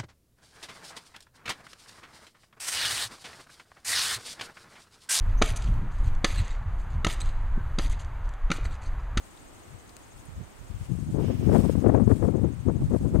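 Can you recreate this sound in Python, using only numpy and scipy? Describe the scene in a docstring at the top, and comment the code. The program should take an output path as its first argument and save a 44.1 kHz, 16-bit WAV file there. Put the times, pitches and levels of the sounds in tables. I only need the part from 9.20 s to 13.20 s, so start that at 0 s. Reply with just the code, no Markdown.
"""Open grassland: wind rises and buffets a hand-held phone, mostly on its left microphone.
Small whirls of air (eddies) sweep past faster as a gust grows, so the rumble gets brighter as it
gets louder. Distant air hisses behind it all, grass and cedar twigs rustle, crickets chirp faintly
with their wings, there are short dry snaps and a thin high tick, and one bough scrapes by."""
import sys
import numpy as np
from scipy import signal
from scipy.fft import rfft, irfft
from scipy.io import wavfile
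from scipy.ndimage import uniform_filter1d, map_coordinates

SR = 44100
rng = np.random.default_rng(int(sys.argv[2]) if len(sys.argv) > 2 else 0)


def wrap_up_sound(samples):
    """Save the sound to the file named by the first command line argument, as 16-bit audio."""
    columns = np.atleast_2d(samples).T
    # keep every value between -1 and 1, then stretch to whole-number steps
    tamed = np.clip(columns, -1, 1)
    steps = np.round(tamed * 32767).astype(np.int16)
    wavfile.write(sys.argv[1], SR, steps)


N = 176400
TIME = np.arange(N) / SR


def gain(db):
    """Turn decibels into a number to multiply by."""
    return 10 ** (np.asarray(db) / 20)


def curve(rows):
    """Join (time, value) rows with straight lines."""
    return np.interp(TIME, *np.array(rows).T)


def pan(db):
    """Left and right gains, with the left louder by db."""
    return gain(np.array([[db], [-db]]) / 2)


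def colour(x, tone):
    """Shape the lows and highs of x by (Hz, dB) rows, at an average strength (rms) of 1."""
    hz, db = np.array(tone).T
    f = np.maximum(np.fft.rfftfreq(N, 1 / SR), 1)
    shape = gain(np.interp(np.log(f), np.log(hz), db))
    treble_cut = np.hypot(1, (f / hz[-1]) ** 4 / 2)
    y = irfft(rfft(x) * shape / treble_cut, N)
    return y / y.std()


def noise(tone):
    """Random hiss with the given lows and highs."""
    return colour(rng.standard_normal(N), tone)


def wander(rate):
    """A smooth random wobble that picks a new value rate times a second."""
    k = max(int(SR / rate), 1)
    held = rng.standard_normal(N)[np.arange(N) // k]
    smooth = uniform_filter1d(uniform_filter1d(held, k, mode="wrap"), k, mode="wrap")
    return 2.5 * np.tanh(.6 * smooth)


# Tone of the big swirls around the phone, and of the small eddies at speed 1: f/Hz, level/dB
SWIRL_TONE = [(20, -10.5), (50, -5.5), (85, -1.5), (140, -4.5), (220, -18), (400, -48)]
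EDDY_TONE = [(20, -44), (70, -9.5), (165, 3), (260, 0), (450, -6.5), (700, -21.5), (1150, -30), (1800, -45),
             (3500, -69)]
def buffet(breeze, gusts, bright_db, rumble_db, flutter_db, burst_db):
    """Air hits one microphone: the harder it pushes, the faster eddies pass, over a deep rumble."""
    power, edge = gain(curve(breeze)) ** 2, 0
    for at, peak_db, swell, edge_db in gusts:
        gust = gain(peak_db) ** 2 * np.exp(-((TIME - at) / swell) ** 2)
        power += gust
        edge += edge_db * gust
    edge /= power  # each gust counts by its share of the power
    steady_db = 10 * np.log10(power)
    push_db = steady_db + flutter_db * wander(80) + burst_db * wander(400)
    speed = 2 ** ((push_db + bright_db + edge + 20) / 12)  # 12 dB stronger is twice as fast
    eddies = gain(push_db + .5) * map_coordinates(noise(EDDY_TONE), [np.cumsum(speed)], mode="mirror")
    thump_db = -.88 * edge  # dull gusts rumble more
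    rumble = gain(steady_db + rumble_db + thump_db + flutter_db * wander(27.83)) * noise(SWIRL_TONE)
    return signal.sosfilt(signal.butter(2, 35, "high", fs=SR, output="sos"), eddies + rumble)


# Push of the wind beneath the gusts: t/s, level/dB
LEFT_BREEZE = [(0, -55), (1.45, -56), (1.66, -46), (1.76, -36), (2.03, -26), (2.19, -29), (2.42, -21),
               (2.61, -28), (2.96, -24), (3.2, -24), (3.29, -27), (3.37, -34), (3.44, -32), (3.58, -25),
               (3.68, -38), (3.81, -27), (3.92, -29), (4, -23)]
RIGHT_BREEZE = [(0, -55), (1, -56), (1.5, -56), (2.17, -36.5), (2.55, -49.5), (3.3, -51), (3.55, -45),
                (4, -53)]
# Gusts: peak t/s, level/dB, swell and fade time/s, edge/dB (+ a bright slap, - a dull thump)
LEFT_GUSTS = [(.525, -44, 0.036, -3), (.975, -44.5, 0.022, -3), (1.173, -36.5, 0.011, -1),
              (1.511, -34, .011, -2.5), (1.555, -31, .013, -5.5), (1.62, -30.5, .013, -5),
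              (1.698, -32, .01, -2), (1.734, -26.5, .02, -.5), (1.788, -28.5, .005, 1),
              (1.83, -28, 0.0092, -1), (1.95, -21, .01, -.5), (1.99, -18.5, .022, 2.5),
              (2.041, -23.5, .012, 3), (2.084, -19.5, 0.0049, 0), (2.106, -23.5, .013, 3),
              (2.228, -25.5, .016, 3), (2.271, -17.5, .016, -6.5), (2.298, -16, 0.0059, .5),
              (2.328, -17, .012, 3), (2.36, -14, .016, 1.5), (2.388, -16.5, 0.01, -4),
              (2.456, -20, .011, 3), (2.497, -15.5, .004, -.5), (2.556, -22, .004, 3),
              (2.585, -19.5, .012, -4.5), (2.624, -20, .004, .5), (2.648, -20, 0.0078, 1.5),
              (2.665, -13.5, 0.0092, -.5), (2.695, -14.5, 0.0098, 2), (2.723, -16.5, 0.0083, -2),
              (2.753, -13, .011, 0), (2.778, -16, .009, 1.5), (2.805, -19.5, .01, 3.5),
              (2.831, -17, .014, -8), (2.88, -15, 0.0098, -4.5), (2.91, -17, .014, .5),
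              (2.929, -17.5, 0.0059, -5.5), (3.029, -18, .008, -.5), (3.048, -18.5, 0.014, -.5),
              (3.084, -22.5, 0.017, 2), (3.145, -23, 0.013, .5), (3.254, -22, .026, -1),
              (3.488, -18, .021, -2), (3.558, -25, 0.015, -2), (3.636, -24, .018, -1.5),
              (3.734, -18, .022, .5), (3.764, -18, .004, -.5), (3.86, -22, .024, .5), (3.957, -14, .011, 2),
              (3.979, -20, .012, -4.5)]
RIGHT_GUSTS = [(1.095, -45, 0.033, -3), (1.191, -36.5, .038, -1.5), (1.433, -41, 0.046, -3),
               (1.627, -41.5, 0.041, 0.5), (1.892, -32, 0.016, -0.5), (2.301, -35.5, 0.024, -2),
               (2.723, -35.5, .031, -0.5), (2.862, -35.5, 0.02, 1.5), (3.614, -30, 0.019, -1),
               (3.697, -29.5, 0.031, 1.5), (3.83, -32, .032, 1), (3.923, -33.5, 0.031, 1.5)]
def wind():
    """Each microphone gets its own gusts, the left one the strongest."""
    left = buffet(LEFT_BREEZE, LEFT_GUSTS, bright_db=-.5, rumble_db=-2, flutter_db=.91, burst_db=1.54)
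    right = buffet(RIGHT_BREEZE, RIGHT_GUSTS, bright_db=3, rumble_db=-5, flutter_db=2.5, burst_db=1.43)
    return np.array([left, right])


# Tone of the distant air on each side: f/Hz, level/dB
LEFT_AIR_TONE = [(25, -22), (70, 4), (160, -2), (280, 3.5), (500, -2), (900, -2.5), (2000, -10.5),
                 (5500, -18), (8200, -12), (10500, -23.5), (15500, -28)]
RIGHT_AIR_TONE = [(25, -38), (90, -4), (170, -2.5), (280, 4.5), (550, -2), (1200, -4), (2400, -11),
                  (4000, -18.5), (9500, -28.5), (15500, -23)]
def distant_air():
    """Far wind over the field: a separate hiss on each side, both swelling gently together."""
    swell = gain(.5 * wander(3.45))
    return swell * np.array([gain(-52) * noise(LEFT_AIR_TONE), gain(-52.5) * noise(RIGHT_AIR_TONE)])


def rustle(levels, tone, pan_db, level_db, grain_db, flicker_db):
    """Countless tiny touches of uneven size, coming in small flurries."""
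    grains = rng.standard_normal((2, N))
    grains *= gain(grain_db * np.minimum(rng.exponential(size=(2, N)), 6))
    sound = np.array([colour(side, tone) for side in grains])
    return sound * gain(curve(levels) + level_db + flicker_db * wander(70)) * pan(pan_db)


# Rise and fall of the grass: t/s, level/dB
GRASS_LEVELS = [(0, -59.5), (.3, -64.5), (.75, -63.5), (.88, -58), (1.2, -68), (1.65, -58.5), (1.98, -59.5),
                (2.12, -62), (2.26, -57), (2.38, -47.5), (2.7, -62), (2.84, -61), (2.92, -54), (3.06, -54),
                (3.16, -73), (3.45, -72), (3.72, -58), (4, -60)]
# Its tone: f/Hz, level/dB
GRASS_TONE = [(500, -24), (2000, -6), (4500, -5), (6200, -5), (8300, 2.5), (10500, -5.5), (15500, -16)]
def grass():
    """Dry blades rub together, mostly on the left."""
    return rustle(GRASS_LEVELS, GRASS_TONE, pan_db=10, level_db=-5, grain_db=3, flicker_db=2.5)


# Rise and fall of the twigs: t/s, level/dB
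TWIG_LEVELS = [(0, -71), (1.3, -69), (1.62, -56.5), (1.92, -75), (2.0, -54.5), (2.28, -48.5), (2.38, -44.5),
               (2.55, -50), (2.68, -65), (2.98, -61.5), (3.15, -73), (4, -68)]
# Their tone: f/Hz, level/dB
TWIG_TONE = [(300, 0.5), (1000, 2.5), (2000, 1.5), (3000, 1.5), (4200, -8.5), (5300, -3), (8000, -17),
             (15500, -8)]
def cedar_twigs():
    """Twigs brush past on the right."""
    return rustle(TWIG_LEVELS, TWIG_TONE, pan_db=-6.5, level_db=-4.5, grain_db=3, flicker_db=1.6)


# One cricket a row: first chirp t/s, repeat time/s, top f/Hz, chirp length/s, drop on the right/dB
CHIRPS = [ (.035, .0803, 6700, .030, 13), (.051, .0599, 8780, .024, 15), (.056, .0565, 8300, .024, 12), ]
# Loudness of each cricket as the phone turns: t/s, level/dB
CHIRP_LEVELS = [
    [(0, -57.5), (1.5, -58), (2.7, -55.5), (4, -59)],
    [(.5, -61), (1.5, -64.5), (2.5, -52.5), (4, -61)],
    [(0, -59.5), (.6, -57), (1.3, -69), (4, -67)],
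]
def crickets():
    """Each wing stroke is one short, slightly rough tone whose pitch arches up and down."""
    out = np.zeros((2, N))
    for (first, period, hz, length, drop_db), levels in zip(CHIRPS, CHIRP_LEVELS):
        from_middle = (TIME - first + .00092 * wander(2.7) + period / 2) % period - period / 2
        stroke = np.clip(2 * from_middle / length, -1, 1)
        pitch = hz * (1 - .14 * stroke ** 2 + .00465 * wander(900))  # 14% lower at both ends
        chirps = np.sin(2 * np.pi * np.cumsum(pitch) / SR) * np.cos(np.pi / 2 * stroke)
        level_db = curve(levels) + 1.1 * wander(18) + .65 * wander(400)
        out += chirps * gain(level_db) * gain([[0], [-drop_db]])
    return out


# Short dry snaps and one thin high tick, perhaps an insect:
# t/s, level/dB, centre f/Hz, fade time/s, level either side of the centre/dB
TICKS = [(0.173, -53, 3900, 0.0036, -17), (0.693, -53.5, 4500, 0.0038, -7),
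         (0.767, -41.5, 6040, 0.0008, -3), (1.054, -57, 9300, 0.0072, -24), (1.655, -60, 2660, 0.0096, -13)]
def snaps_and_ticks():
    """Each is a burst of noise around one pitch, on the left, that dies in milliseconds."""
    out = np.zeros(N)
    for start, db, hz, fade, side_db in TICKS:
        age = np.maximum(TIME - start, 0)
        burst = noise([(hz / 10, side_db - 9), (hz * .68, side_db), (hz, 0),
                       (hz * 1.4, side_db), (hz * 2, side_db - 2)])
        out += gain(db) * burst * (TIME >= start) * np.exp(-age / fade)
    return out * pan(14)


# Rise and fall of the bough: t/s, level/dB
BOUGH_LEVELS = [(1.95, -85), (2.02, -53), (2.06, -45.5), (2.17, -54), (2.3, -85)]
# Its tone: f/Hz, level/dB
BOUGH_TONE = [(700, -2), (2100, 0), (3100, 4), (4100, -10), (5200, -2.5), (7500, -16)]
def bough():
    """One branch scrapes by on the right."""
    return rustle(BOUGH_LEVELS, BOUGH_TONE, pan_db=-6, level_db=-6.5, grain_db=3.5, flicker_db=1)


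def scene():
    """Wind on both microphones over the quiet life of the field."""
    return wind() + distant_air() + grass() + cedar_twigs() + crickets() + snaps_and_ticks() + bough()


def record(dry):
    """The phone softens the strongest gusts and cuts the treble above 15750 Hz."""
    return signal.sosfilt(signal.ellip(10, .2, 70, 15750, fs=SR, output="sos"), np.tanh(dry))


dry = scene()
out = record(dry)
wrap_up_sound(out)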